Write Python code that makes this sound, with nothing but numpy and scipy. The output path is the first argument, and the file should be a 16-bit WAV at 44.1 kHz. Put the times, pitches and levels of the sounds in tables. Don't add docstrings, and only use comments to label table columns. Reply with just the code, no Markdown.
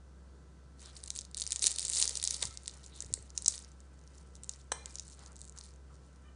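import sys
import numpy as np
from scipy import signal
from scipy.fft import rfft, irfft, next_fast_len
from scipy.io import wavfile
from scipy.ndimage import uniform_filter1d, map_coordinates

SR = 44100
rng = np.random.default_rng(int(sys.argv[2]) if len(sys.argv) > 2 else 0)


def ratio(d):
    e = np.asarray(d, float) / 20
    return 10 ** e


def int16_out(signal):
    q = np.round(np.clip(np.atleast_2d(signal).T, -1, 1) * 32767)
    wavfile.write(sys.argv[1], SR, q.astype(np.int16))


N = 280108
T = np.arange(N) / SR


def unit(x):
    return x / np.sqrt(np.mean(x ** 2) + 1e-20)


def along(points, hz):
    f, v = np.transpose(points)
    return np.interp(np.log(hz + 1), np.log(f + 1), v)


def wobble(rate):
    knots = rng.standard_normal(int(N * rate / SR) + 4)
    return np.interp(T, T[::64], map_coordinates(knots, [T[::64] * rate]))


def filtered(x, response):
    m = next_fast_len(N + SR // 2)
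    return irfft(rfft(x, m) * response(np.fft.rfftfreq(m, 1 / SR)), m)[:N]


def coloured(x, spectrum):
    shaped = filtered(x, lambda hz: ratio(along(spectrum, hz)))
    return unit(shaped) * np.sqrt(np.mean(x ** 2))


def lay(s, shapes):
    at = np.round(s * SR).astype(int)[:, None] + np.arange(shapes.shape[1])
    return np.bincount(at.ravel(), shapes.ravel(), N + SR)[:N]


def swell(t, rise, fall):
    after = t - rise * 2
    return np.exp(-(np.minimum(after, 0) / rise) ** 2 - np.maximum(after, 0) / fall)


# multiple (of the turning rate), level_db [dB rms]
ORDERS_DB = [(1, -53.5), (2, -72), (15, -84.5), (18, -93.5), (20, -78.5), (23, -82), (24, -86.5), (26, -92),
             (30, -87.5), (68, -92), (92, -90.5)]
# pitch_hz [Hz], level_db [dB per Hz]
AIR = [(20, -60.5), (40, -30), (80, -18.5), (110, -22), (155, -14), (230, -23.5), (480, -26.5),
       (700, -33.5), (1500, -36.5), (2200, -46.5), (3300, -46), (6000, -45), (9500, -48), (14000, -56)]
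MOTOR_HZ = 66.5


def kitchen():
    turn = 2 * np.pi * np.cumsum(MOTOR_HZ + .05 * wobble(1.5)) / SR
    sway = wobble(5.95)
    hum = np.zeros(N)
    for k, db in ORDERS_DB:
        k = round(k)
        level_db = db + (0.9 + .04 * k) * np.roll(sway, k * 3000)
        hum += np.sqrt(2) * ratio(level_db) * np.sin(k * turn + 6 * rng.random())
    air = coloured(rng.standard_normal(N), AIR)
    return hum + ratio(-60.5 + 0.31 * wobble(3.7)) * air


# start_s [s], hold_s [s], crumb_spray_db [dB rms]
PUSHES = [(0.819, 0.024, -60.5), (0.867, 0.017, -58), (0.942, 0.072, -61), (1.038, 0.13, -65),
          (1.385, 0.049, -59), (1.494, 0.076, -54.5), (1.642, 0.032, -37), (1.714, 0.16, -49.5),
          (1.83, 0.057, -43), (1.96, 0.084, -37), (2.05, .13, -47.5), (2.269, .17, -45),
          (2.48, 0.19, -68.5), (2.656, 0.14, -61.5), (2.836, 0.041, -61.5), (2.92, 0.16, -62),
          (3.09, 0.14, -67), (3.372, .09, -61.5), (3.493, 0.054, -49), (3.553, 0.094, -62.5),
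          (3.7, 0.47, -77.5), (4.126, 0.091, -68.5), (4.25, 0.37, -74.5), (4.498, 0.063, -67.5),
          (4.86, 0.11, -64.5), (4.97, 0.18, -65), (5.18, 0.086, -64.5), (5.347, 0.12, -72),
          (5.577, 0.085, -61.5), (5.633, 0.053, -70), (5.881, 0.38, -80)]
BUILD_DB_PER_S, EASE_DB_PER_S = 451, 218.5


def pressure_db(t):
    s, hold, db = np.transpose(PUSHES)[:, :, None]
    grid = T[::64]
    build = BUILD_DB_PER_S * np.maximum(s - grid, 0)
    ease = EASE_DB_PER_S * np.maximum(grid - s - hold, 0)
    power = np.sum(ratio(db - build - ease) ** 2, axis=0)
    return np.interp(t, grid, 10 * np.log10(power + 1e-13))


# pitch_hz [Hz], level_db [dB per Hz]
FLAKE = [(400, -43.5), (1000, -33.5), (1800, -18), (2800, -12.5), (3350, -9.5), (3700, -1), (4600, -0.5),
         (5500, -5.5), (6500, -1.5), (9200, 1.5), (12000, -4.5)]


def cracks(s, db, hz, rise, cycles, rasp_db, shiver_db):
    t, dice = np.arange(256) / SR, rng.standard_normal((len(s), 3 + 256))
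    size, hz = ratio(db)[:, None], hz[:, None]
    fall_s = cycles * ratio(1.5 * dice[:, 1:2]) / hz
    note = np.cos(2 * np.pi * (hz * t + dice[:, :1])) * swell(t, rise, fall_s)
    tick = ratio(rasp_db + 2.9 * dice[:, 2:3]) * swell(t, rise, 0.00018)
    shiver = ratio(shiver_db) * swell(t, 0.0004, 0.0018)
    start = s - rise * 2
    notes = filtered(lay(start, size * note), lambda f: ratio(np.minimum(along(FLAKE, f) + 6, 0)))
    return notes + coloured(lay(start, size * (tick + shiver) * dice[:, 3:]), FLAKE)


CLUMP_DB = 3.4


def crumbs():
    dice = rng.random((5500, 2))
    when = .7 + 5.6 * dice[:, 0]
    spread_db = 2.4 * rng.standard_normal(len(when))
    hz = 7000 * ratio(spread_db - 0.02 * (pressure_db(when) + 57.0))
    db = -5.4 * np.log(dice[:, 1] + 0.029)
    flakes = cracks(when, db, np.clip(hz, 3600, 10500), rise=0.00031, cycles=1.6, rasp_db=-9.0, shiver_db=-12.0)
    return ratio(pressure_db(T) + 3.5) * unit(flakes * ratio(CLUMP_DB * wobble(45)))


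# pitch_hz [Hz], width_hz [Hz], level_db [dB]
DRAG = [(492, 240, 1), (964, 130, 2), (1270, 250, -1.5), (1900, 138, 3), (2310, 510, -2), (3110, 220, -0.5)]
RUB_SWAY_DB = 2.5


def drag(crackle):
    jolt = np.sqrt(np.abs(uniform_filter1d(crackle ** 2, size=40)))
    rub = ratio(0.54 * pressure_db(T) - 26.0 + RUB_SWAY_DB * wobble(40))

    def body(f):
        total = 0
        for k, (centre, width, db) in enumerate(DRAG):
            spread = 1j * f * width
            total = total + (-1) ** k * ratio(db) * spread / (centre * centre - f * f + spread)
        return total

    return filtered((ratio(-24) * jolt + rub) * rng.standard_normal(N), body)


# start_s [s], peak_db [dB], pitch_hz [Hz]
CHIPS = [(0.8225, -45, 6600), (0.955, -44, 8500), (1.004, -43, 5270), (1.034, -41, 4800),
         (1.0496, -48, 6600), (1.0521, -46, 7800), (1.0765, -32.5, 6800), (1.1154, -35.5, 7100),
         (1.1573, -35, 7700), (1.1823, -36, 5300), (1.195, -32.5, 6200), (1.1985, -45, 6800),
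         (1.2107, -35.5, 7400), (1.2444, -44, 7600), (1.3134, -39, 8000), (1.3463, -25, 5930),
         (1.3891, -35, 8500), (1.3921, -39, 9010), (1.4024, -36.5, 8400), (1.4056, -26, 8600),
         (1.4237, -19.5, 7500), (1.4264, -29, 9200), (1.4555, -35.5, 4400), (1.4902, -35, 8220),
         (1.4969, -40.5, 7150), (1.5135, -31, 4996), (1.5256, -31, 7180), (1.5985, -33.5, 7520),
         (1.619, -34, 6500), (1.631, -18, 8420), (1.6482, -27.5, 6900), (1.6794, -18, 7220),
         (1.713, -27, 8000), (1.727, -26, 6600),
         (1.7544, -33, 5200), (1.78, -31.5, 8900), (1.8007, -33.5, 5200), (1.8075, -30.5, 8200),
              (1.8112, -32, 6300), (1.823, -30, 8500), (1.843, -26, 6800), (1.8532, -18, 7100),
              (1.8566, -24, 6000), (1.862, -22.5, 5430), (1.8673, -28.5, 7300), (1.8863, -25.5, 8400),
              (1.8938, -24, 7600), (1.912, -29, 7700), (1.9162, -24.5, 8300), (1.928, -20, 6750),
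              (1.933, -21.5, 9000), (1.9447, -25.5, 7700), (1.95, -17.5, 7450), (1.956, -19.5, 6600),
              (1.976, -21, 7440), (1.981, -21.5, 8100), (1.989, -16, 9200), (1.9985, -15.5, 8900),
              (2.0006, -13, 9050), (2.0039, -22, 9160), (2.007, -20.5, 8200), (2.0534, -25, 5200),
              (2.0648, -28, 5000), (2.0679, -29, 7200), (2.088, -26.5, 5300), (2.0899, -26.5, 5400),
              (2.0965, -21.5, 8400), (2.106, -30, 7000), (2.1132, -30, 5500), (2.1224, -29, 7900),
              (2.1933, -40.5, 5400), (2.2162, -26.5, 5000), (2.2194, -36, 6200), (2.255, -31, 5000),
              (2.2605, -29.5, 5500), (2.265, -30.5, 4900), (2.2923, -29, 5600), (2.2994, -31, 5800),
              (2.369, -29.5, 8500), (2.3891, -35.5, 6900), (2.4074, -31.5, 4900), (2.4159, -27.5, 7300),
              (2.422, -29, 5400), (2.4395, -26.5, 7100), (2.4816, -34, 6900), (2.5272, -41, 7200),
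              (2.5524, -41.5, 8200),
         (2.623, -45, 7000), (2.6344, -41, 7700), (2.6793, -25, 3880), (2.7527, -45, 6800),
              (2.7685, -45, 5900), (2.7724, -46.5, 5400), (2.7826, -48, 5900), (2.8089, -53, 8100),
              (2.8466, -44.5, 5500), (2.8744, -44.5, 7800), (2.8816, -47, 6000), (2.9612, -42, 7800),
              (3.01, -44, 6700), (3.1191, -49, 5900), (3.1507, -36, 7500), (3.1896, -40, 6800),
              (3.2955, -47.5, 4900), (3.299, -53.5, 5000), (3.3552, -46, 6500), (3.3588, -50.5, 7300),
              (3.3883, -33, 6500), (3.4943, -29, 6700), (3.5223, -31, 7300), (3.5262, -34, 7100),
              (3.563, -34.5, 7600), (3.8122, -51, 8200), (3.992, -49, 6300), (4.0141, -50, 6280),
              (4.039, -49.5, 6660), (4.148, -48, 7200), (4.363, -44, 6600), (4.5178, -43, 5600),
              (4.5463, -45, 5370), (4.615, -46.5, 6420),
         (4.9478, -44, 5650), (4.972, -40, 5900), (5.008, -44, 6500), (5.0357, -48, 5900),
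              (5.0873, -42, 6100), (5.0996, -41.5, 7800), (5.1025, -46, 7700), (5.1126, -44, 7000),
              (5.1147, -45, 7400), (5.121, -40, 5700), (5.124, -42, 7200), (5.129, -41, 6300),
              (5.1344, -41, 6000), (5.1414, -43, 7700), (5.193, -41, 6700), (5.2508, -46, 6700),
              (5.2714, -42, 7700), (5.2746, -43, 6400), (5.277, -47.5, 6900), (5.3305, -44, 7000),
              (5.3813, -47, 5700), (5.396, -48, 7700), (5.4001, -48, 7800), (5.4288, -43.5, 7250),
              (5.438, -50, 7200), (5.4523, -40, 7600), (5.4714, -53, 7400), (5.484, -43, 7100),
              (5.5237, -41.5, 6700), (5.563, -47, 7100), (5.5715, -46, 7000), (5.639, -38.5, 8000),
              (5.7384, -48, 7320), (5.7611, -49, 6760), (5.9555, -53.5, 5790), (5.9653, -52, 5600),
              (6.1605, -52, 5580)]


def chips():
    s, db, hz = np.transpose(CHIPS)
    return cracks(s, db - .6, hz, rise=.00028, cycles=0.94, rasp_db=-7.5, shiver_db=-14)


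# start_s [s], length_s [s], level_db [dB rms], pitch_hz [Hz], width_hz [Hz]
RUBS = [(0.829, 0.09, -59, 3950, 690), (.841, 0.071, -64, 1290, 320), (2.421, 0.07, -64, 2115, 35),
        (2.471, .135, -72, 2117, 22), (2.414, 0.041, -51, 975, 320), (2.411, 0.135, -64, 1325, 35),
        (2.754, 0.031, -64, 1310, 640), (2.412, 0.037, -51, 1910, 260), (3.012, 0.03, -66, 1850, 300),
        (5.169, .19, -66.5, 1000, 950), (2.916, 0.091, -59.5, 3850, 420), (4.864, 0.03, -65, 1440, 800),
        (5.18, 0.071, -68.5, 768, 45), (5.172, 0.085, -64.5, 1170, 450), (5.198, 0.056, -67.5, 1995, 55),
        (5.263, 0.06, -65, 1331, 60), (5.54, 0.074, -65, 1240, 510), (5.176, 0.07, -64, 4400, 1600),
        (5.89, 0.05, -65.5, 1210, 260)]
# start_s [s], length_s [s], level_db [dB rms], slips_hz [slips per s]
SQUEAK = (6.232, 0.11, -63.5, 595)
# pitch_hz [Hz], level_db [dB]
SLIP = [(500, -17), (1200, 2), (3000, -3.5), (3700, -12), (5000, -38)]


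def rubs():
    out, t = np.zeros(N), np.arange(SR // 4) / SR

    def bump(length):
        return np.sqrt(np.abs(np.sin(np.pi * np.clip(t / length, 0, 1))))

    for s, length, db, hz, width in RUBS:
        off = (np.fft.rfftfreq(len(t), 1 / SR) - hz) / width
        grit = irfft(rfft(rng.standard_normal(len(t))) / (1 + off ** 2), len(t))
        out += lay(np.array([s]), ratio(db) * (bump(length) * unit(grit))[None])

    s, length, db, hz = SQUEAK
    turn = 2 * np.pi * np.cumsum(hz * (1 + 0.0223 * wobble(260)[:len(t)])) / SR
    squeak = np.zeros(len(t))
    for k in range(1, 8):
        level_db = along(SLIP, k * hz) + 4.0 * wobble(177)[:len(t)]
        squeak += ratio(level_db) * np.sin(k * turn)
    return out + lay(np.array([s]), ratio(db - 60 * t) * (bump(length) * unit(squeak))[None])


# start_s [s], peak_db [dB], pitch_hz [Hz]
PIERCE = [(.8587, -34.5, 5600), (1.0385, -26, 9000), (1.0604, -35, 7450), (1.0798, -27, 6900),
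          (1.1041, -17.5, 6800), (1.1046, -24, 4500), (1.1532, -30.5, 7600), (1.1621, -23.5, 6900),
          (1.1678, -30, 7600), (1.1764, -31.5, 8650), (1.1898, -22, 6100), (1.2107, -32, 8140),
          (1.217, -33, 5000), (1.251, -32, 8000), (1.3463, -29, 4560), (1.3701, -22.5, 7850),
          (1.377, -22.5, 7450), (1.3859, -25.5, 5850), (1.3995, -21.5, 6300), (1.41, -22, 8450),
          (1.4189, -17, 9500), (1.4234, -23, 4630), (1.4386, -27, 6400), (1.4664, -21, 5900),
          (1.4762, -25.5, 7900), (1.5072, -23, 9100), (1.5213, -13.5, 7430), (1.529, -15.5, 8700),
          (1.5607, -16, 7700), (1.594, -25.5, 8300)]
# start_s [s], peak_db [dB], pitch_hz [Hz]
CRUSH = [(1.623, -20.5, 6400), (1.6271, -15.5, 8800), (1.6338, -16, 7350), (1.6418, -11, 8570),
         (1.6551, -18.5, 7550), (1.6626, -7, 7860), (1.6684, -6, 8260), (1.6716, -8, 9140),
         (1.679, -15, 7370), (1.692, -30, 5000), (1.7087, -23, 8600), (1.7166, -17.5, 8400),
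         (1.761, -21.5, 8300), (1.786, -18.5, 8460), (1.795, -20.5, 8500), (1.8188, -23.5, 9100),
         (1.8283, -20, 9000), (1.851, -18, 7700), (1.8698, -28, 7700), (1.8818, -23, 7700),
         (1.899, -15.5, 8900), (1.92, -20.5, 8600), (1.935, -17, 7600), (1.941, -19.5, 7500),
         (1.961, -19, 7200), (1.9716, -15, 6000), (1.9838, -15, 7100), (1.9968, -20.5, 8600),
         (2.001, -17.5, 9050), (2.0258, -8, 6600)]
# start_s [s], peak_db [dB], pitch_hz [Hz]
PRY = [(2.055, -16.5, 9050), (2.0775, -13.5, 6600), (2.094, -20.5, 7760), (2.1088, -23, 4900),
       (2.155, -20.5, 6900), (2.173, -17.5, 7100), (2.199, -25.5, 5030), (2.228, -17, 7250),
       (2.24, -16.5, 7550), (2.2452, -25, 6600), (2.251, -22.5, 5200), (2.2754, -14.5, 6350),
       (2.282, -24.5, 4600), (2.3085, -14, 6750), (2.3455, -21, 6740), (2.3656, -29, 6800),
       (2.4246, -17, 8300), (2.428, -16.5, 3800), (2.427, -17.5, 6300), (2.437, -25, 6740),
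       (2.454, -20, 7500), (2.509, -36.5, 6030), (2.5406, -38, 7100), (2.574, -27.5, 5000)]
# start_s [s], peak_db [dB], pitch_hz [Hz]
SNAPS = [(2.6592, -32.5, 4600), (2.6794, -19.5, 7650), (2.6958, -32.5, 4670), (2.7124, -38, 6200),
         (2.863, -33.5, 6900), (3.0055, -19.5, 6860), (3.0231, -24, 7850), (3.0467, -35.5, 6000),
         (3.0628, -36, 7200), (3.128, -34, 6850), (3.1393, -9, 7830), (3.2256, -39.5, 8000),
         (3.304, -35, 6550), (3.3774, -12.5, 6180), (3.3802, -24, 8300), (3.4225, -24.5, 7700),
         (3.4466, -26.5, 6700), (3.4605, -11.5, 6100), (3.463, -14, 5900), (3.481, -3, 7930),
         (3.4836, -6.5, 6180), (3.49, -24, 7000), (3.497, -25.5, 7040), (3.509, -29.5, 7850),
         (3.579, -27.5, 5800), (3.591, -31, 8800), (3.6472, -35.5, 5700), (3.7176, -43.5, 6860),
         (3.8044, -41, 7170)]
# start_s [s], peak_db [dB], pitch_hz [Hz]
LIFT = [(4.0763, -41.5, 5830), (4.183, -41.5, 6280), (4.3542, -33.5, 6900), (4.4353, -28.5, 8140),
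        (4.444, -31.5, 7740), (4.4938, -16.5, 7000), (4.515, -37, 6160), (4.537, -35, 5560),
        (4.5606, -41, 7500), (4.8588, -21.5, 7560), (4.908, -40.5, 5460), (4.956, -24.5, 6600),
        (4.9857, -27.5, 5800), (4.9969, -22.5, 6400), (5.0808, -34.5, 8100), (5.108, -38, 7960),
        (5.262, -35, 6500), (5.3197, -41.5, 7500), (5.358, -38, 6660), (5.3655, -35, 7660),
        (5.392, -39, 7200), (5.407, -38, 7900), (5.416, -29.5, 7600), (5.4437, -38.5, 7500),
        (5.4774, -39, 7100), (5.496, -32.5, 7370), (5.5766, -32.5, 6430), (5.587, -30, 6850),
        (5.5902, -34, 8600), (5.6113, -32.5, 4960)]
AFTER_S, AFTER_DB = 0.0017, -12.5
CLEAN_ABOVE_DB, CLEAN_RASP, CLEAN_CYCLES = -12, 2.3, 0.078


def snaps():
    crushed, bent = PIERCE + CRUSH + PRY, SNAPS + LIFT
    s, db, hz = np.transpose(crushed + bent)
    dice = rng.standard_normal((len(s), 3))
    is_bent = np.arange(len(s)) >= len(crushed)
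    clean = np.tile(np.maximum(db - CLEAN_ABOVE_DB, 0) * is_bent, 2)[:, None]
    rasp_db = np.tile(np.where(is_bent, -12, -4.5), 2)[:, None] - CLEAN_RASP * clean
    s = np.r_[s, s + AFTER_S * ratio(1.5 * dice[:, 0])]
    db = np.r_[db, db + AFTER_DB + 3 * dice[:, 1]]
    hz = np.r_[hz, np.clip(hz * ratio(1.2 * dice[:, 2]), 4000, 9500)]
    cycles = 0.48 + CLEAN_CYCLES * clean
    return cracks(s, db + .5, hz, rise=.0003, cycles=cycles, rasp_db=rasp_db, shiver_db=rasp_db / 2 - 13.5)


# start_s [s], peak_db [dB],
# pitch_hz [Hz]
THUDS = [(1.645, -41.5, 420), (2.04, -48, 400), (2.108, -43.5, 466), (2.424, -40, 580), (2.449, -39, 106),
         (2.484, -43, 101), (2.678, -47.5, 1900), (3.031, -51.5, 1890), (3.037, -45.5, 447),
         (3.098, -57, 2200), (3.172, -49.5, 1990), (3.055, -44, 97), (3.088, -51, 94.5), (3.102, -45, 445),
         (3.12, -40, 97), (3.175, -44, 440), (3.194, -45, 85), (4.7197, -43, 488)]


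def thuds():
    s, db, hz = np.transpose(THUDS)[:, :, None]
    t = np.arange(SR // 10) / SR
    return lay(s[:, 0], ratio(db) * np.sin(2 * np.pi * hz * t) * swell(t, 0.0015, 0.99 / hz))


# start_s [s], peak_db [dB], chatter_s [s]
TAPS = [
    (2.428, -38.5, 0.0032),
    (4.718, -25.5, 0.0056),
]
# pitch_hz [Hz], level_db [dB], fade_s [s to fall 60 dB]
PLATE = [(392, -10, 0.29), (460, -7, 0.49), (508, -5, 0.18), (915, -3.5, 0.21), (1013, -5, 0.21),
         (1646, -2, 0.16), (1750, -3, .25), (2045, -10, 0.5), (2096, -13, 0.89), (2366, -13.5, 0.34),
         (2405, -11, 1.1), (3056, -3.5, 0.14), (3180, -11, 0.3), (3470, -13, .3)]
# pitch_hz [Hz], level_db [dB], fade_s [s to fall 60 dB]
BLADE = [(3980, -11, 0.48), (4060, -3, 0.41), (5010, -15, .4), (5710, -8, .3), (6140, -11, 0.25),
         (6250, -17, .23), (6700, -9, .5), (7350, -12, .4), (7811, -14, .4), (8140, 6, .2),
         (8226, -1.5, 0.32), (8400, -5, 0.2), (9550, -20, .18)]
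# pitch_hz [Hz], level_db [dB per Hz]
TAP = [(250, -27), (1000, -2), (1730, -6.5), (2700, -26), (3300, -7), (4700, -20), (5840, 0), (7060, -15),
       (8270, -8.5), (10500, -10), (11000, -30), (22000, -69)]
DAMPED_S = .155
FLUTTER_DB = 4.2
WANDER = .0045


def taps():
    t, out, grip = np.arange(SR // 4) / SR, np.zeros(N), wobble(95)

    def sway():
        return grip[rng.integers(N - len(t)):][:len(t)]

    def ring(hz, level_db, t60, bright_db):
        tilt_db = bright_db * np.log10(hz / 1500)
        flutter_db = FLUTTER_DB * sway() * np.minimum(t / 0.016, 1)
        strayed = t + WANDER * np.cumsum(sway()) / SR
        tone = np.sin(2 * np.pi * (hz * strayed + rng.random() / 4))
        damped_s = DAMPED_S * (1 + .6 * (hz < 2600))
        held = 1 / (1 + np.exp((t - damped_s) / .022))
        return ratio(level_db + tilt_db - 60 * t / t60 + flutter_db) * tone * held

    for (s, db, length), bright_db, ring_db in zip(TAPS, (-14, .6), (-27, -25)):
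        ringing = sum(ring(hz, level_db, t60, bright_db) for hz, level_db, t60 in PLATE + BLADE)
        pressed = 1 + ratio(15.0) / (1 + np.exp((t - length) / 0.00084))
        onset = np.minimum(t / 0.00092, 1)
        out += lay(np.array([s]), ratio(db + ring_db) * (ringing * pressed * onset)[None])
        contact = ratio(-60 * np.maximum(t - length, 0) / 0.0065) + ratio(-21.0)
        chatter = rng.standard_normal(len(t)) * swell(t, 0.00022, 0.075) * contact
        out += coloured(lay(np.array([s]), ratio(db - 5.0) * chatter[None]), TAP)
    return out


# pitch_hz [Hz], fade_s [s to fall 60 dB]
ROOM = [(300, 0.81), (3000, 0.56), (5000, 0.34), (10000, 0.2)]


def room(x):
    pieces = np.pad(x, (0, -N % 4096)).reshape(-1, 4096)
    hz, t, z = signal.stft(rng.standard_normal((len(pieces), SR // 4)), SR, nperseg=256)
    fade = ratio(-60 * t / along(ROOM, hz)[:, None])
    tails = signal.istft(z * fade, SR, nperseg=256)[1]
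    tails = tails / np.linalg.norm(tails, axis=1, keepdims=True)
    wet = signal.fftconvolve(pieces, tails, axes=1)
    return lay((np.arange(len(pieces)) * 4096 + 200) / SR, wet)


def scene():
    crackle = snaps() + crumbs() + chips()
    near = crackle + drag(crackle) + rubs() + taps() + thuds()
    return (near + ratio(-16.5) * room(near) + kitchen())[None]


def roll_off(x):
    return signal.sosfilt(signal.butter(12, 11300, fs=SR, output="sos"), x)


# pitch_hz [Hz], level_db [dB]
EDGE = [(9500, -1.5), (10050, -5), (10550, -26), (11000, -39.5), (12500, -57), (16000, -72)]


def record(dry):
    mix = filtered(dry[0], lambda hz: ratio(along(EDGE, hz)))[None]
    return roll_off(mix)


dry = scene()
out = record(dry)
int16_out(out)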